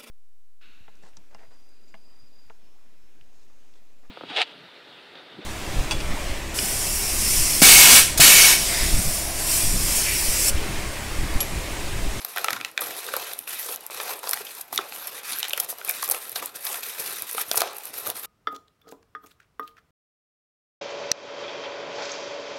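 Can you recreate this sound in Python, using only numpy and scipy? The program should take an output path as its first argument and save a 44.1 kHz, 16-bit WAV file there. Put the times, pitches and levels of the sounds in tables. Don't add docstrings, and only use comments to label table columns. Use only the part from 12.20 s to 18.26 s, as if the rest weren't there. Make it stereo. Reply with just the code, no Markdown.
import sys
import numpy as np
from scipy import signal
from scipy.fft import rfft, irfft, next_fast_len
from scipy.io import wavfile
from scipy.ndimage import uniform_filter1d

SR = 44100
rng = np.random.default_rng(int(sys.argv[2]) if len(sys.argv) > 2 else 0)


def store_pcm(level_fs):
    pcm = np.round(np.clip(level_fs, -1, 1) * 32767).astype(np.int16)
    wavfile.write(sys.argv[1], SR, np.atleast_2d(pcm).T)


N = 267157
LEAD = 256
# frequency_hz, density_db
CRACKLE_COLOUR = [(3000, -19.5), (5000, -10), (6000, -8), (6800, -12), (7700, -7.5), (8600, -3),
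                  (10200, -1.5), (11800, 3.5), (13000, -0.5), (14200, -8.5), (15700, -10.5)]


def amp(db):
    return 10 ** (np.asarray(db) / 20)


def unit(x):
    return x / np.sqrt(np.mean(x ** 2) + 1e-20)


def along(points, hz):
    knots_hz, values = np.transpose(points)
    return np.interp(np.log(hz + 1), np.log(knots_hz + 1), values)


def filtered(x, response):
    size = next_fast_len(x.shape[-1] + 8192)
    return irfft(rfft(x, size) * response(np.fft.rfftfreq(size, 1 / SR)), size)[..., :x.shape[-1]]


def resonance(hz, centre_hz, width_hz):
    return 1j * hz * width_hz / (centre_hz ** 2 - hz ** 2 + 1j * hz * width_hz)


def bursts(rise_ms, fall_ms):
    ms = (np.arange(1280) - LEAD) * 1000 / SR
    span_ms = np.where(ms < 0, -np.clip(rise_ms, .1, 6)[:, None], np.clip(fall_ms, .2, 9)[:, None])
    return amp(-8 * ms / span_ms) * rng.standard_normal(span_ms.shape)


def peaked(rows, db):
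    return rows / np.abs(rows).max(1, keepdims=True) * amp(db)[:, None]


def placed(times, sounds):
    at = np.round(times * SR).astype(int)[:, None] + np.arange(sounds.shape[1])
    return np.bincount(at.ravel(), sounds.ravel(), N + sounds.shape[1])[LEAD:N + LEAD]


def gestures(start_s, length_s, level_db, swell_db, rise_db_per_s, fall_db_per_s, rest_db):
    t = np.arange(0, N + 32, 32) / SR
    elapsed = t - start_s[:, None]
    held = np.clip(elapsed, 0, length_s[:, None])
    db = (level_db - swell_db / 2)[:, None] + (swell_db / length_s)[:, None] * held
    db = db + rise_db_per_s * np.minimum(elapsed, 0) - fall_db_per_s * np.maximum(elapsed - held, 0)
    power = amp(2 * db).sum(0) + amp(2 * rest_db)
    return np.interp(np.arange(N) / SR, t, 10 * np.log10(power))


def slips(rate_hz, spread_db, t60_s, bed):
    chance = rng.random((2, N))
    size_db = -spread_db * np.log(np.maximum(chance[1], .03))
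    kicks = (chance[0] < rate_hz / SR) * amp(size_db)
    decay = amp(-60 / (t60_s * SR))
    return bed + unit(signal.lfilter([1], [1, -decay], kicks))


def patchy(spectrum, depth_db, bins=5):
    spectra = signal.stft(rng.standard_normal(N + 512), nperseg=512)[2]
    patches = uniform_filter1d(rng.standard_normal(spectra.shape), bins, axis=0)
    patches = uniform_filter1d(patches, 8, axis=1)
    noise = signal.istft(spectra * amp(depth_db * unit(patches)), nperseg=512)[1][:N]
    return unit(filtered(noise, lambda hz: amp(along(spectrum, hz))))


def handling():
    # start_s, length_s, paper_db, pouch_db, lining_db, swell_db
    pulls = [(0, 0.21, -44.5, -53, -44.5, 2.5), (.165, 0.2, -37.5, -38.5, -41.5, -2),
             (0.369, 0.12, -45.5, -46, -55, 0), (0.578, 0.042, -43, -40.5, -61, -1),
             (0.616, 0.247, -38.5, -42.5, -37.5, -2), (.88, .24, -36.5, -41, -39, -2),
             (1.128, 0.11, -49.5, -53.5, -46, -5), (1.277, 0.1, -37, -50, -36.5, 0.5),
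             (1.393, 0.15, -38, -43.5, -32.5, -1.5), (1.604, 0.063, -49, -52, -49, 2),
             (1.711, 0.22, -38, -38.5, -37, 6.5), (1.957, .065, -48, -47, -45, -8),
             (2.033, 0.083, -41, -42, -37.5, -3), (2.137, 0.08, -40.5, -45.5, -38.5, -1),
             (2.251, 0.15, -43, -50, -41, -1.5), (2.536, 0.038, -43, -52, -38, -10),
             (2.595, 0.093, -43.5, -44.5, -49.5, -10), (2.686, 0.2, -42.5, -49.5, -42, 8),
             (2.92, 0.066, -41, -47, -40.5, 4.5), (3.033, 0.092, -38, -47.5, -39, 6.5),
             (3.136, 0.069, -38, -52.5, -38, 4), (3.241, .03, -34.5, -50, -45, -5),
             (3.289, .16, -43.5, -46.5, -41, 6), (3.49, 0.027, -43, -48, -32.5, -2),
             (3.542, 0.064, -50, -51, -49, 7), (3.623, 0.079, -42.5, -45.5, -40.5, 13),
             (3.724, 0.14, -38, -53, -36.5, 3), (3.885, 0.081, -40.5, -37.5, -36.5, 2),
             (3.979, 0.14, -45.5, -49, -42, 0), (4.161, 0.039, -36.5, -39.5, -35.5, -6.5),
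             (4.223, 0.078, -44.5, -42.5, -42, -12.5), (4.353, .05, -44, -52, -44, -13),
             (4.41, .03, -45, -61, -40, 3), (4.444, .13, -37.5, -42, -34, 2),
             (4.58, 0.051, -46, -51, -44, 0), (4.631, 0.14, -38.5, -48.5, -36.5, -3.5),
             (4.786, .27, -38.5, -47, -36.5, -5), (5.073, .095, -41.5, -54, -36.5, -3),
             (5.166, 0.045, -36.5, -43.5, -33, 9.5), (5.248, 0.047, -47.5, -50, -42, 8),
             (5.314, 0.1, -36.5, -40, -34.5, 7), (5.417, 0.12, -38, -34, -47.5, -10),
             (5.548, 0.15, -46.5, -48, -44.5, 1), (5.736, 0.073, -41.5, -44.5, -35.5, 1),
             (5.823, .03, -44, -46, -40, 5), (5.855, 0.056, -38, -37.5, -38, -2),
             (5.954, 0.051, -43, -44, -37, -5.5), (6.032, .05, -40.5, -42, -38, 0.5)]
    start_s, length_s, *levels, swell_db = np.transpose(pulls)
    grip_db_per_s = 1800
    release_db_per_s, rest_db = [396, 350, 600], [-56.5, -53.5, -55]
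    return [gestures(start_s, length_s, db, swell_db, grip_db_per_s, release, rest)
            for db, release, rest in zip(levels, release_db_per_s, rest_db)]


def rustle():
    # frequency_hz, density_db
    paper_spectrum = [(590, -36), (1000, -10), (1300, -7), (1470, -5.5), (1640, -4), (1800, -5),
                      (2320, -5.5), (2570, -4), (3070, -9), (3570, -5), (4120, -7), (7500, -14.5),
                      (9750, -21), (16500, -120)]
    # frequency_hz, density_db
    pouch_spectrum = [(160, -40), (280, -20), (394, -1.5), (515, -0.5), (693, -1), (808, -0.5),
                      (1300, -5.5), (1690, -23), (2860, -120)]
    paper_db, pouch_db, lining_db = handling()
    shared = 1.27 * slips(rate_hz=88, spread_db=-0.5, t60_s=0.028, bed=0.94)
    paper = shared + slips(rate_hz=180, spread_db=5.5, t60_s=0.0072, bed=2.26)
    paper *= patchy(paper_spectrum, depth_db=2.0)
    pouch = shared + slips(rate_hz=96, spread_db=0.5, t60_s=0.011, bed=4.3)
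    pouch *= patchy(pouch_spectrum, depth_db=3.0)
    lining = shared + slips(rate_hz=480, spread_db=4.5, t60_s=0.011, bed=0.9)
    lining *= patchy(CRACKLE_COLOUR, depth_db=2.0, bins=30)
    sheet = amp(paper_db - 1.6) * unit(paper) + amp(pouch_db - 2.86) * unit(pouch)
    return sheet + amp(lining_db + 0.42) * unit(lining)


def snaps_and_knocks():
    # time_s, level_db, pitch_hz, push_db, edge_db, length_ms
    events = [(.0172, -30, 1290, -25, 2, 3.4), (.0489, -24, 1160, -4, 8, 1.05),
              (0.1618, -22, 1210, -17, -10, 4.7), (0.173, -12.5, 1530, -24, -29, 3.1),
              (.1841, -14, 1400, -27, -25, 1.5), (0.2448, -8.5, 1290, -24, -6, 2.5),
              (0.2847, -7, 1240, -43, -32, 0.62), (0.3058, -13.5, 1870, -20, -1, 1.2),
              (.3313, -17.5, 1480, -28, 3.5, 4.1), (0.3659, -22, 1470, -29, -6, 4),
              (0.4017, -25, 1410, -21, -21, 6.3), (.4124, -16.5, 2400, -25, -21, 0.97),
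              (0.4487, -10, 2660, -30, -34, 2.5), (0.5774, -7, 2380, -29, -16, 1.9),
              (0.5925, -19, 1460, -22, -21, 2.6), (0.6185, -17.5, 1196, 0, -9, 2.8),
              (0.8663, -26, 3580, -23, -8, 1.2), (.8879, -21, 1370, -18, -17, 3),
              (0.9387, -13, 1120, -0.5, -25, 1.9), (0.9531, -25, 1290, -10, -11, 9.5),
              (.9678, -19.5, 525, -30, -1.5, 8), (1.134, -28, 3670, -23, -9, 6.3),
              (1.1907, -30, 3570, -19, -15, 2.6), (1.4878, -27.5, 890, 2, 1, 11.4),
              (1.7004, -26, 860, 1, -17, 1.2), (1.8008, -18, 1220, -11, -5, 7.5),
              (2.0313, -26.5, 965, -8, -12, 2.4), (2.0401, -23.5, 920, -8, -2, 2.9),
              (2.0733, -22.5, 960, -8, 5, 3.7), (2.0933, -16, 4900, -10, -7, 1.7),
              (2.1332, -13.5, 2020, -26, 1.5, 2.8), (2.174, -21, 1330, -12, -7, 1.9),
              (2.2066, -31, 405, -7, -12, 7.7), (2.269, -26, 3170, -13, -4, 8.9),
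              (2.5279, -20, 696, -12, -5, 5.9), (2.5775, -6, 3460, -32, -17, 3.1),
              (2.5893, -15, 1060, 1.5, -19, 4.5), (2.7234, -24, 1700, -2, 0, 1.8),
              (3.1313, -21.5, 4300, -22, -1, 13), (3.23, -9, 3230, -11.5, -4.5, 2.3),
              (3.2437, -17, 3200, -22, -20, 1.1), (3.2515, -19, 3240, -7, -16, 1.1),
              (3.2812, -27, 4140, -2, -17, 3.8), (3.3082, -17.5, 2600, -20, -18, 1.9),
              (3.3343, -10, 2930, -7, -5, 1.93), (3.3777, -19, 1430, -3, -18, 5.6),
              (3.4009, -22, 3360, -10, 10, 3.9), (3.5274, -28.5, 700, -8, -16, 1.7),
              (3.6141, -26.5, 1490, -2.5, -24, 1.7), (3.6849, -21, 2380, -3, -17, 9.5),
              (3.6976, -16.5, 2300, -8, -14, 2.4), (3.829, -16.5, 1090, -27, 0.5, 4.5),
              (3.9146, -23, 730, -19, -12, 3.4), (3.947, -21, 1260, -23, -1, 2.4),
              (4.1588, -16.5, 4260, -9, -21, 6.4), (4.159, -23.5, 1720, -7, -20, 4.5),
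              (4.2258, -23.5, 1150, 1, -6, 1.3), (4.4682, -26.5, 1610, -18, 9, 7.8),
              (4.544, -20, 1380, -4, -13, 2.1), (4.8839, -30, 2550, 1, -13, 1.3),
              (5.0927, -29, 2630, -13, -9, 5.1), (5.1485, -26, 460, -10, 0, 3.9),
              (5.1809, -15, 1220, -4, -25, 2.1), (5.3143, -12, 2580, -3, 2, 2.7),
              (5.3445, -18.5, 714, -3, -20, 1.1), (5.3729, -18.5, 855, -7, 5, 2.4),
              (5.3815, -28.5, 660, 4, 11, 18), (5.4077, -10.5, 2570, -11, -13, 3.2),
              (5.4185, -8, 670, -36, -0.5, 2.5), (5.4346, -22, 690, -18, -9, 6.9),
              (5.868, -24, 1020, 0, -4, 7.4), (5.9015, -22, 3600, -22, -8, 1.5)]
    # centre_hz, width_hz, gain_db
    panel_modes = [(680, 280, 3), (1335, 446, 12), (1820, 980, 4), (2575, 400, 9), (3470, 360, 0.5),
                   (4420, 370, -1)]
    # time_s, pitch_hz
    cavity = [(0, 755), (.35, 830), (.6, 525), (1, 555), (1.5, 410), (1.8, 700), (2.1, 517), (2.6, 404),
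              (2.72, 820), (3.3, 824), (3.34, 550), (3.69, 680), (4.2, 476), (4.55, 730), (4.9, 410),
              (5.15, 390), (5.19, 890), (5.36, 520), (5.9, 630)]
    time_s, level_db, pitch_hz, push_db, edge_db, length_ms = np.transpose(events)
    pitch_hz = pitch_hz[:, None]
    cavity_hz = np.interp(time_s, *np.transpose(cavity))[:, None]
    force = bursts(.15 * length_ms, .5 * length_ms)
    force += .12 * bursts(.2 * length_ms, 2 * length_ms)
    force[:, LEAD - 18] -= 16 / length_ms
    drive = amp(rng.normal(0, 3, (len(time_s), len(panel_modes))))

    def panel_response(hz):
        ring = resonance(hz, pitch_hz, .12 * pitch_hz)
        modes = sum((-1) ** k * drive[:, [k]] * amp(gain_db) * resonance(hz, centre_hz, width_hz)
                    for k, (centre_hz, width_hz, gain_db) in enumerate(panel_modes))
        body = resonance(hz, 1.2 * pitch_hz, 2.2 * pitch_hz)
        return (ring + 0.19 * modes + 0.17) * body ** 2

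    panel = filtered(force, panel_response)
    push = filtered(force, lambda hz: resonance(hz, cavity_hz, 113) * resonance(hz, cavity_hz, 360))
    crack = bursts(0.18 * length_ms, 0.38 * length_ms)
    edge = filtered(crack, lambda hz: resonance(hz, 4740, 2800) ** 2)
    snaps = peaked(panel, level_db - .6) + peaked(push, level_db + push_db - 10.5)
    return placed(time_s, snaps + peaked(edge, level_db + edge_db - 2.5))


def stray_pops(lining_db, count=38):
    chance = rng.random((count, 2))
    at = (chance[:, 0] * (N - 1)).astype(int)
    level_db = lining_db[at] + 13 - 1.5 * np.log(1 - chance[:, 1])
    return np.transpose([at / SR, level_db, np.full(count, 0.58)])


def ticks():
    # time_s, level_db, fall_ms
    pops = [(.0486, -8, 1.8), (.1615, -18, 1.2), (.1816, -13, .75), (.2443, -10, 0.73), (.307, -14, 2.1),
            (.3307, -13, 1.5), (.5145, -31, 1.5), (.61, -13, 6), (.8663, -16, .5), (.939, -14, .5),
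            (.966, -6.5, 0.38), (1.1349, -15, .65), (1.1902, -9, 1.3), (1.3455, -18, .65),
            (1.5493, -20, .44), (1.5606, -15, 0.66), (1.608, -24, .8), (1.6655, -13.5, 0.72),
            (1.7087, -23, .6), (1.9918, -19, .39), (2.088, -21, .61), (2.0931, -2, 0.3), (2.1023, -18, .45),
            (2.1113, -6, .6), (2.134, -3.5, 0.34), (2.142, -8, 0.45), (2.4116, -18.5, 4.4),
            (2.5287, -17, 6.2), (2.5604, -12, 0.44), (2.8725, -17.5, 3.7), (3.1868, -9.5, 0.75),
            (3.1946, -8, .5), (3.2018, -16, 0.65), (3.2302, -15.5, .5), (3.284, -12, 0.56),
            (3.2965, -9.5, 0.51), (3.333, -10, 2), (3.3766, -12, 0.9), (3.4007, -6, 4.4),
            (3.4467, -21, 2.9), (3.4943, -17, .8), (3.502, -15.5, 9), (3.585, -24, .38),
            (3.6487, -14.5, .91), (3.678, -16, .5), (3.6935, -8, 3), (3.711, -7, 0.7), (3.8265, -9, 0.45),
            (3.8384, -16, 3.6), (3.8593, -20, .58), (3.8783, -15, .9), (3.8899, -9, .9), (3.8996, -3, 0.52),
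            (3.9128, -4, 4.1), (3.9202, -9, .8), (3.946, -17.5, 1.5), (4.0953, -15, .5),
            (4.1183, -15, 0.53), (4.1282, -24, .9), (4.2, -21, 1.2), (4.259, -12, 1.2), (4.2693, -27, 1.2),
            (4.359, -22.5, 8), (4.452, -9, 2.2), (4.5429, -17, 1.6), (4.7992, -16.5, 11), (5.022, -10, 1.1),
            (5.113, -12.5, .4), (5.1294, -18, 3), (5.193, -16, .99), (5.2146, -14.5, 6.9), (5.3148, -7, .6),
            (5.3348, -14, .5), (5.3581, -7, .6), (5.3644, -14, 5.8), (5.372, -9, 0.88), (5.376, -5, 3.2),
            (5.406, -7, .76), (5.418, -9, 0.83), (5.5322, -23, .5), (5.5672, -18, .95), (5.5838, -20, 1.6),
            (5.636, -21, .46), (5.655, -16.5, 1), (5.8676, -15, .7), (5.874, -12, 1), (5.8818, -14, 0.48),
            (5.8894, -18, .5), (5.9013, -7.5, .6)]
    lining_db = handling()[2]
    time_s, level_db, fall_ms = np.vstack([pops, stray_pops(lining_db)]).T
    rise_ms = 0.15 + 0.3 * fall_ms
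    burst = bursts(0.85 * rise_ms, 0.88 * fall_ms)
    burst += 0.038 * bursts(rise_ms, fall_ms + 5)
    burst[:, LEAD] += 1.3 / (rise_ms + fall_ms)
    tilt_db = rng.normal(3.0, 3.7, (len(time_s), 1))
    colour = lambda hz: amp(along(CRACKLE_COLOUR, hz) + tilt_db * np.log2((hz + 2000) / 12000))
    return placed(time_s, peaked(filtered(burst, colour), level_db - .6))


def desk_thuds():
    # start_s, level_db
    presses = [(.34, -44), (.64, -49.5), (.93, -55), (1.86, -52.5), (2.2, -57.5), (2.53, -53), (2.6, -51),
               (3.28, -57.5), (3.43, -59), (3.7, -64), (3.82, -56), (4.2, -57.5), (4.9, -56), (5.16, -55),
               (5.29, -56), (5.875, -46.5), (6.05, -57)]
    # frequency_hz, density_db
    desk_spectrum = [(35, -48), (60, -26), (97, 1.5), (145, -5.5), (188, -1), (320, 2), (420, -28),
                     (700, -120)]
    start_s, level_db = np.transpose(presses)
    desk_db = gestures(start_s, np.full_like(start_s, .01), level_db, swell_db=0,
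                       rise_db_per_s=400, fall_db_per_s=157, rest_db=-65)
    desk = slips(rate_hz=23, spread_db=3.0, t60_s=0.053, bed=1.13) * patchy(desk_spectrum, depth_db=2.5)
    return amp(desk_db - 1.0) * unit(desk)


def reverberation(x):
    # frequency_hz, t60_s
    decay_times = [(300, 0.27), (2000, 0.28), (6000, 0.024), (14000, 0.098)]
    hz, t, spectra = signal.stft(rng.standard_normal((2, SR // 3)), SR, nperseg=128)
    decay = amp(-60 * t / along(decay_times, hz)[:, None])
    tails = signal.istft(spectra * decay, SR, nperseg=128)[1]
    return signal.fftconvolve(x[None], tails / np.linalg.norm(tails[0]), axes=1)[:, :N]


def room_tone():
    # frequency_hz, density_db
    tone_spectrum = [(25, -29), (87, -12), (250, 0), (400, 5), (1100, 10), (4500, -2.5), (7500, -6),
                     (12500, -29), (15800, -25)]
    return patchy(tone_spectrum, depth_db=-0.5)


def scattered(x):
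    # frequency_hz, side_db
    width = [(40, -19), (100, -25), (300, -47.5), (1000, -17), (2500, -22), (5000, -17.5), (9000, -16.5),
             (12500, -36), (15000, -55)]
    hz, _, spectra = signal.stft(x, SR, nperseg=256)
    drift = uniform_filter1d(rng.standard_normal(spectra.shape), 3, axis=0)
    phase = 3 * unit(uniform_filter1d(drift, 6, axis=1))
    side_gain = amp(along(width, hz) + 4.5)[:, None]
    return signal.istft(spectra * np.exp(1j * phase) * side_gain, SR, nperseg=256)[1][:N]


def scene():
    direct = rustle() + desk_thuds() + snaps_and_knocks() + ticks()
    mid_echo, side_echo = reverberation(direct)
    mid = direct + amp(-13) * mid_echo + amp(-58.5) * room_tone()
    side = scattered(direct) + amp(-27.5) * side_echo + amp(-59) * room_tone()
    return np.array([mid + side, mid - side]) * amp([[-.2], [.2]])


def record(dry):
    bass_hz, top_hz = 90, 15900
    noise = rng.standard_normal(N) + .4 * rng.standard_normal(dry.shape)
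    rumble = filtered(noise, lambda hz: amp(-59) * resonance(hz, 32, 25))
    passband = lambda hz: (1j * hz / (bass_hz + 1j * hz)) ** 2 * (hz < top_hz)
    return filtered(dry, passband) + filtered(rumble, lambda hz: hz < top_hz)


dry = scene()
out = record(dry)
store_pcm(out)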